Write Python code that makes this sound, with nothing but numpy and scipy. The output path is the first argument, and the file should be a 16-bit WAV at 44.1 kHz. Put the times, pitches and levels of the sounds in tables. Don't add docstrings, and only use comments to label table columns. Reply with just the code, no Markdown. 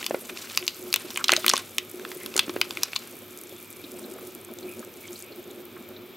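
import sys
import numpy as np
from scipy import signal
from scipy.fft import rfft, irfft
from scipy.io import wavfile
from scipy.ndimage import uniform_filter1d, minimum_filter1d

SR = 44100
rng = np.random.default_rng(int(sys.argv[2]) if len(sys.argv) > 2 else 0)


def wrap_up_sound(samples):
    columns = np.atleast_2d(samples).T
    tamed = np.clip(columns, -1, 1)
    steps = np.round(tamed * 32767).astype(np.int16)
    wavfile.write(sys.argv[1], SR, steps)


N = 271656
T = np.arange(N) / SR


def undb(db):
    return 10 ** (np.asarray(db) / 20)


def unit(x):
    return x / np.sqrt(np.mean(x ** 2))


def noise(size=N):
    return rng.standard_normal(size)


def fade(size, t60):
    return 1000. ** (-np.arange(size) / SR / max(t60, .001))


def ring(x, hz, width):
    hz = min(hz, .4 * SR)
    return signal.lfilter(*signal.iirpeak(hz, max(hz / width, .3), fs=SR), x)


def curve(table):
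    times, *columns = np.transpose(table)
    return [np.interp(T, times, column) for column in columns]


def flicker(rate):
    hold = int(SR / rate)
    steps = np.repeat(noise(N // hold + 1), hold)
    return unit(uniform_filter1d(uniform_filter1d(steps, hold), hold)[:N])


def colour(x, shape):
    hz, db = np.transpose(shape)
    bins_hz = np.maximum(np.arange(N // 2 + 1) * SR / N, 1)
    gain = undb(np.interp(np.log(bins_hz), np.log(hz), db))
    return unit(irfft(rfft(x) * gain, N))


def place(out, start, grain, db, pan_db=0):
    i = int(start * SR)
    grain = grain[:N - i] / np.max(np.abs(grain))
    out[:, i:i + len(grain)] += undb(db + np.array([[pan_db], [-pan_db]]) / 2) * grain


def wide(make, side_db):
    return make() + undb(side_db) * make() * np.array([[1], [-1]])


def bubble(hz, t60, glide, size=3000):
    t = np.arange(size) / SR
    return np.sin(2 * np.pi * hz * (t + glide * t ** 2 / t60)) * fade(size, t60)


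def pop(hz):
    tear = noise(300) * fade(300, 0.0054)
    return ring(ring(tear, hz, 0.34 * hz), hz, hz)


def tray_cracks():
    # (time [s], level [dB], main ring [Hz], low ring re main [dB], treble re main [dB], t60 [s])
    cracks = [(0.0275, -19.5, 2360, -27, -9, 0.016), (0.0424, -15, 3540, -19, -8, 0.012),
              (0.0637, -9.5, 3860, -16, -2.5, 0.011), (0.3723, -23, 3270, -20, -14.5, 0.012),
              (0.4718, -30, 2270, -15, -11, 0.009), (0.4975, -26.5, 3350, -15, -14, 0.009),
              (0.549, -23, 3210, -18, -9, 0.009), (0.5737, 0, 4220, -11.5, -8, 0.007),
              (0.6258, -22, 2360, -20, -16, 0.009), (0.666, -20, 5110, -18, -11, 0.014),
              (0.6785, 1, 4340, -22, -7.5, 0.0046), (0.9273, -7, 4700, -17, -3, 0.009),
              (0.9397, -1, 3630, -27, -2, 0.0096), (0.9598, -6, 3080, -15, 1, 0.02),
              (1.1038, -23.5, 4700, -10, -13, 0.012), (1.1593, -14.5, 2600, -20, -13, 0.013),
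              (1.173, -10.5, 2180, -24, -3, 0.022), (1.2413, -7.5, 4050, -20, -13, 0.014),
              (1.2822, -4, 4060, -24, -21, 0.009), (1.2927, -0.5, 1930, -10, -22, 0.0098),
              (1.3029, -12, 2240, -13, -15, 0.0081), (1.3185, -2, 3930, -15, -18, 0.0084),
              (1.3349, -2, 2270, -10.5, -6.5, 0.0085), (1.3642, -3.5, 3730, -15, -20, 0.0083),
              (1.4438, -12, 1840, -2, -19, 0.012), (1.4635, -2.5, 3170, -15, 3.5, 0.012),
              (1.4804, 0, 3970, -19, -8, 0.01), (1.4927, -4, 6200, -15, -11, 0.012),
              (1.497, 0, 4230, -9, -14, 0.012), (1.5132, -11, 3200, -23, -17, 0.0072),
              (1.5356, -6, 5960, -13, -18, 0.007), (1.5568, -14, 3870, -17, -17, 0.009),
              (1.5658, -9, 3880, -21, -21, 0.0058), (1.5774, -10.5, 5960, -7.5, -22, 0.0083),
              (1.7822, -4.5, 3600, -17.5, -6.5, 0.01), (1.9959, -28, 2100, -18, -9, 0.009),
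              (2.0496, -21.5, 2000, -21, -12, 0.0096), (2.1158, -21.5, 2040, -12, -11, 0.009),
              (2.2608, -13.5, 3400, -8, 2, 0.016), (2.3396, -24.5, 3570, -9, -11, 0.009),
              (2.364, -7.5, 6240, -11.5, -19, 0.014), (2.3765, -7.5, 6400, -9, -19, 0.02),
              (2.392, 0, 3040, -32, -6, 0.019), (2.4937, -19, 3650, -1, -15, 0.0084),
              (2.5614, -37, 2800, -15, -11, 0.009), (2.6136, -2.5, 2900, -11, -6.5, 0.0081),
              (2.7071, -15.5, 3300, -10.5, -12, 0.0072), (2.7713, -15.5, 2450, -15, -12, 0.0075),
              (2.8325, -2, 5600, -13, -4, 0.014), (2.9317, -19.5, 2470, -13, -13, 0.013),
              (2.956, -21.5, 3500, -8, -11, 0.014), (2.9609, -9.5, 3350, -15.5, -26, 0.018)]
    # (time [s], left minus right [dB])
    drift = [(0, 1), (1.5, .5), (2.5, 0.5), (3.0, 2.5)]
    out = np.zeros((2, N))
    for start, db, hz, low_db, treble_db, t60 in cracks:
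        slips = noise(2000) * fade(2000, t60)
        slips[8] = 2.23
        main = unit(ring(ring(slips, hz, 0.75 * hz), hz, 1.5 * hz))
        low = unit(ring(ring(slips, 1570, 490), 1060, 670))
        attack = slips * fade(2000, 0.0063)
        treble = unit(ring(ring(attack, 7900, 9800), 9800, 18200))
        crack = main + undb(low_db) * low + undb(treble_db) * treble
        pan_db = np.interp(start, *np.transpose(drift)) + 0.8 * rng.standard_normal()
        place(out, start + .0007, crack, db, pan_db)
    return out


def finger_rustle():
    # (time [s], level [dB])
    friction = [(0.0, -40), (0.11, -54), (0.36, -46.5), (0.53, -45.5), (0.8, -56), (1.02, -47.5),
                (1.2, -47), (1.37, -39.5), (1.57, -43.5), (1.72, -57.5), (1.9, -64), (2.17, -50.5),
                (2.56, -50), (2.86, -45), (3.07, -52), (3.15, -67), (6.16, -82)]
    grit = noise() * undb(4.0 * flicker(110))
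    return undb(curve(friction)[0]) * unit(ring(ring(grit, 1930, 4500), 2240, 9000))


def plops():
    # (time [s], level [dB], pitch [Hz], t60 [s], slap gain [dB])
    landings = [(.109, -12, 570, 0.012, -14), (.1447, -11, 520, 0.014, -9.5), (1.328, -9, 610, 0.015, 1.5),
                (1.377, -26, 617, 0.063, -15), (1.537, -8.5, 1076, 0.015, -9.5),
                (1.538, -18.5, 406, 0.02, -24), (2.358, -17.5, 392, 0.018, -7), (2.48, -19, 307, 0.02, -12),
                (2.494, -18.5, 344, 0.057, -2.5), (2.563, -13.5, 434, 0.0094, -10)]
    out = np.zeros((2, N))
    for start, db, hz, t60, slap_db in landings:
        slap = 2 * ring(ring(noise(3000), 1650, 1250), 1900, 1600) * fade(3000, 0.033)
        place(out, start, undb(slap_db) * slap - bubble(hz, t60, glide=0.049), db)
    return out


def steam_thumps():
    # (time [s], level [dB], pitch [Hz])
    collapses = [(0.612, -43, 337), (0.793, -34, 358), (1.048, -28.5, 354), (1.291, -31, 600),
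                 (1.433, -43, 363), (1.786, -35, 364), (1.942, -29.5, 365), (2.057, -43, 370),
                 (2.164, -32, 385), (2.258, -29.5, 370), (2.7, -30.5, 378), (3.84, -32, 287),
                 (4.046, -32.5, 238), (4.091, -37, 376), (4.355, -38, 353), (5.082, -36, 340),
                 (5.32, -33, 372), (5.577, -35, 368), (5.727, -35, 352), (5.806, -32.5, 229)]
    out = np.zeros((2, N))
    for start, db, hz in collapses:
        place(out, start, ring(bubble(hz, t60=0.04, glide=0.033), hz, 2.2 * hz), db)
    return out


def ladle_slaps():
    # (time [s], level [dB], pitch [Hz])
    slaps = [(3.511, -39, 3330), (3.839, -36, 3640), (3.864, -41, 2380), (3.973, -41.5, 2410),
             (3.99, -42, 1230), (4.041, -37, 3870), (4.184, -38, 1230), (4.488, -40, 1040),
             (4.586, -39, 3700), (4.627, -41.5, 3980), (4.827, -36.5, 1220), (5.083, -39, 3270),
             (5.157, -35.5, 4320), (5.273, -46, 2450), (5.32, -41, 4200), (5.502, -41, 3660),
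             (5.763, -38, 1230), (5.964, -35.5, 3730)]
    out = np.zeros((2, N))
    for start, db, hz in slaps:
        splash = noise(3000) * fade(3000, t60=0.05)
        place(out, start, ring(ring(splash, hz, 570), hz, 1100), db)
    return out


def surface_pops():
    # (time [s], level [dB], pitch [Hz])
    bursts = [(0.519, -28, 8120), (0.8175, -31, 12200), (0.839, -30, 12200), (0.8684, -33, 12500),
              (0.9981, -28, 8920), (1.0206, -29, 10800), (1.1433, -28, 6240), (1.402, -29, 7210),
              (1.6945, -30, 7610), (1.914, -25, 12200), (2.0901, -29, 10300), (2.2338, -25, 9960),
              (2.465, -28, 8420), (2.539, -30, 12400), (2.693, -33, 7400), (2.9194, -34, 5350),
              (2.9901, -29, 13600), (3.074, -27.5, 9250), (3.109, -29, 13000), (3.1547, -31, 12100),
              (3.1892, -31, 12500), (3.3744, -27, 10600), (3.3877, -29, 8600), (3.4136, -23.5, 11500),
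              (3.436, -29, 10700), (3.6272, -29, 13000), (3.7035, -27, 14000), (3.7274, -28.5, 9100),
              (3.9175, -28.5, 9200), (3.9936, -28, 9500), (4.0612, -31, 13400), (4.138, -31, 9850),
              (4.1827, -35, 10600), (4.2497, -32, 8800), (4.2702, -31, 10900), (4.35, -24, 12100),
              (4.4129, -32, 9200), (4.4483, -27, 8600), (4.5136, -33, 12400), (4.5376, -28, 13200),
              (4.587, -27.5, 7400), (4.6094, -34, 12300), (4.6932, -31, 13200), (4.7373, -30, 11900),
              (4.7936, -27.5, 7460), (4.8479, -28, 12900), (5.1078, -29, 12400), (5.13, -28.5, 6920),
              (5.1901, -35, 7500), (5.224, -23.5, 8200), (5.3597, -32, 13500), (5.5119, -32.5, 7920),
              (5.6535, -30, 13500), (5.889, -27.5, 13000)]
    out = np.zeros((2, N))
    for start, db, hz in bursts:
        place(out, start + 0.00031, pop(hz), db, pan_db=.4)
    return out


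def rubs_and_wall_ring():
    # (start [s], length [s], pitch [Hz], width [Hz], level [dB])
    swells = [(0.191, 0.05, 10500, 3000, -44.5), (0.289, 0.019, 1860, 2520, -36),
              (0.379, 0.019, 5000, 4000, -37.5), (0.411, 0.02, 5030, 7000, -38),
              (0.484, 0.062, 3330, 900, -46), (1.179, 0.05, 1290, 500, -38),
              (1.184, 0.016, 2050, 300, -48.5), (1.396, 0.09, 3400, 1200, -44),
              (2.181, 0.085, 2050, 400, -45.5), (2.399, 0.067, 2930, 1500, -43.5),
              (3.507, 0.13, 3430, 500, -55.5), (4.63, 0.15, 2440, 300, -51),
              (5.017, 0.067, 2280, 300, -51.5), (5.062, 0.19, 6000, 5000, -57),
              (0.574, 0.054, 4700, 900, -48), (0.685, 0.097, 4600, 1200, -52),
              (3.498, 0.51, 2370, 160, -58), (3.952, 0.31, 1380, 500, -59), (5.202, 0.16, 2500, 500, -55)]
    out = np.zeros(N)
    for start, length, hz, width, db in swells:
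        i, size = int(start * SR), int(length * SR)
        grit = noise(N // 10) * undb(3.5 * flicker(300)[:N // 10])
        band = unit(ring(ring(grit, hz, width), hz, 2 * width))[1000:1000 + size]
        out[i:i + size] += undb(db) * band * np.hanning(size) ** .5
    return out


def steam_surges():
    # (start [s], length [s], air column level [dB], rumble level [dB])
    surges = [(0.1, 0.1, -42.5, -51), (0.611, 0.046, -46, -53), (0.793, 0.12, -41.5, -50),
              (1.038, 0.048, -42, -49), (1.284, 0.11, -42.5, -45), (1.433, 0.032, -49, -53),
              (1.514, 0.052, -49, -51), (1.924, 0.25, -42.5, -50), (2.223, 0.088, -41.5, -50),
              (2.347, 0.042, -32.5, -51), (2.48, 0.19, -38.5, -52), (2.703, 0.041, -47, -51),
              (2.755, 0.073, -41.5, -50), (2.867, 0.04, -54, -49), (3.117, 0.044, -48, -53),
              (3.51, 0.064, -55, -50), (4.068, 0.089, -46, -55), (4.349, 0.038, -49, -50),
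              (4.481, 0.05, -44, -52), (4.56, 0.176, -41.5, -50.5), (4.78, 0.041, -42, -51),
              (4.857, 0.036, -49, -51), (5.079, 0.068, -46, -51), (5.29, 0.078, -48.5, -51),
              (5.37, 0.044, -48, -52), (5.461, 0.066, -43, -54), (5.57, 0.049, -45, -53),
              (5.873, 0.081, -48, -49), (5.98, 0.048, -49, -51)]
    start, length, air_db, rumble_db = np.array(surges).T[:, :, None]
    swell = np.exp(-((T - start - length / 2) / (0.33 * length)) ** 2)
    return [np.sum(undb(db) * swell, axis=0) for db in (air_db, rumble_db)]


def boil_rumble():
    # (frequency [Hz], gain [dB])
    tone = [(76, -29), (130, -48), (172, -18.5), (226, -0.5), (327, -11), (362, 2), (398, -6), (620, -10),
            (705, -15.5), (1000, -29), (1300, -37), (2200, -120)]
    return colour(noise() * undb(2.5 * flicker(60)), tone)


def pot_air():
    return unit(ring(noise(), hz=359, width=12.2))


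def simmer():
    # (time [s], level [dB])
    heat = [(0.0, -44), (0.58, -48.5), (1.47, -44.5), (1.73, -48.5), (1.97, -49), (2.14, -45.5),
            (2.33, -47.5), (2.43, -44.5), (2.66, -45.5), (2.8, -50), (3.0, -48), (3.41, -47.5), (3.59, -49),
            (3.82, -48), (4.03, -37), (4.19, -44.5), (4.36, -47), (6.16, -46.5)]
    heat_db = curve(heat)[0]
    air_surge, rumble_surge = steam_surges()
    rumble_gain = rumble_surge + undb(heat_db - 3 + 1.25 * flicker(14))
    air_gain = air_surge + undb(heat_db - 7 + 2.6 * flicker(14))
    return rumble_gain * wide(boil_rumble, side_db=-14) + air_gain * wide(pot_air, side_db=-14)


def fizz():
    # (time [s], level [dB])
    strength = [(0, -43), (.3, -51), (.6, -47), (1.0, -50), (1.45, -46.5), (1.8, -51), (2.3, -49.5),
                (3.0, -52.5), (3.4, -52), (3.6, -53.5), (4.3, -51.5), (4.5, -54.5), (4.7, -52.5),
                (4.95, -56), (5.2, -48.5), (5.3, -57), (6.16, -63)]
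    ticks = np.zeros((2, N))
    for when, pitch, chance, pan in rng.random((2200, 4)):
        hz = 15500 - 9000 * pitch ** 1.4
        db = min(-5.5 * np.log(chance), 16)
        place(ticks, when * (N - 400) / SR, pop(hz), db, pan_db=3 * (pan - .5))
    hiss = wide(lambda: unit(ring(noise(), 6100, 8200)), side_db=-10)
    gain = undb(curve(strength)[0] + 1.5 * flicker(21))
    return gain * (unit(ticks) + undb(-4.5) * hiss)


def pot_wall():
    # (pitch [Hz], width [Hz], level [dB])
    modes = [(1297, 140, -61.5), (2305, 200, -60), (3480, 620, -58.5)]
    return sum(undb(db + flicker(10)) * unit(ring(noise(), hz, width)) for hz, width, db in modes)


def hob_hiss():
    # (time [s], centre [Hz], level [dB])
    path = [(0, 12740, -54), (1.5, 12300, -57), (3, 12450, -55), (4.5, 12900, -58.5), (6.16, 13200, -59)]
    hz, db = curve(path)
    band = unit(signal.lfilter(*signal.butter(2, 400, fs=SR), noise((2, N))))
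    phase = 2 * np.pi * np.cumsum(hz) / SR
    return undb(db) * (band[0] * np.cos(phase) + band[1] * np.sin(phase))


def hob_hum():
    return undb(-63) * unit(ring(noise(), hz=101, width=5.5))


def kitchen_air():
    # (frequency [Hz], gain [dB])
    tone = [(15, -68), (25, -47), (96, -11.5), (298, -6.5), (360, -3.5), (423, -8.5), (600, -18),
            (923, -16), (1310, -17), (2020, -22), (2370, -16), (5610, -31.5), (10700, -46), (13300, -24.5),
            (15600, -25.5)]
    return undb(-50.5) * colour(noise(), tone)


def echoes(x, t60, hz, db):
    size = int(.5 * SR)
    tail = wide(lambda: ring(noise(size), hz, 2.0 * hz) * fade(size, t60), side_db=-10)
    tail /= np.sqrt(np.sum(tail[0] ** 2))
    return undb(db) * signal.fftconvolve(x, tail, axes=1)[:, :N]


def scene():
    tray = tray_cracks() + finger_rustle()
    broth = plops() + steam_thumps() + ladle_slaps() + surface_pops()
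    low_cut = signal.butter(3, 220, "high", fs=SR, output="sos")
    hits = signal.sosfilt(low_cut, tray + broth + rubs_and_wall_ring())
    pot_tail = echoes(hits, t60=0.05, hz=2170, db=-17)
    kitchen_tail = echoes(hits, t60=0.18, hz=1580, db=-19.5)
    bed = wide(lambda: pot_wall() + hob_hiss() + kitchen_air(), side_db=-11)
    hum = wide(hob_hum, side_db=-25)
    return hits + pot_tail + kitchen_tail + simmer() + fizz() + bed + hum


def record(dry):
    ceiling_db, top_hz = -1.2, 15750
    low_cut = signal.butter(2, 40, "high", fs=SR, output="sos")
    high_cut = signal.ellip(8, .1, 50, top_hz, fs=SR, output="sos")
    filtered = signal.sosfiltfilt(high_cut, signal.sosfilt(low_cut, dry))
    peak = np.max(np.abs(filtered), axis=0) + 1e-9
    held = minimum_filter1d(np.minimum(undb(ceiling_db) / peak, 1), size=129)
    gain = uniform_filter1d(uniform_filter1d(held, size=33), size=33)
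    return signal.sosfiltfilt(high_cut, filtered * gain)


dry = scene()
out = record(dry)
wrap_up_sound(out)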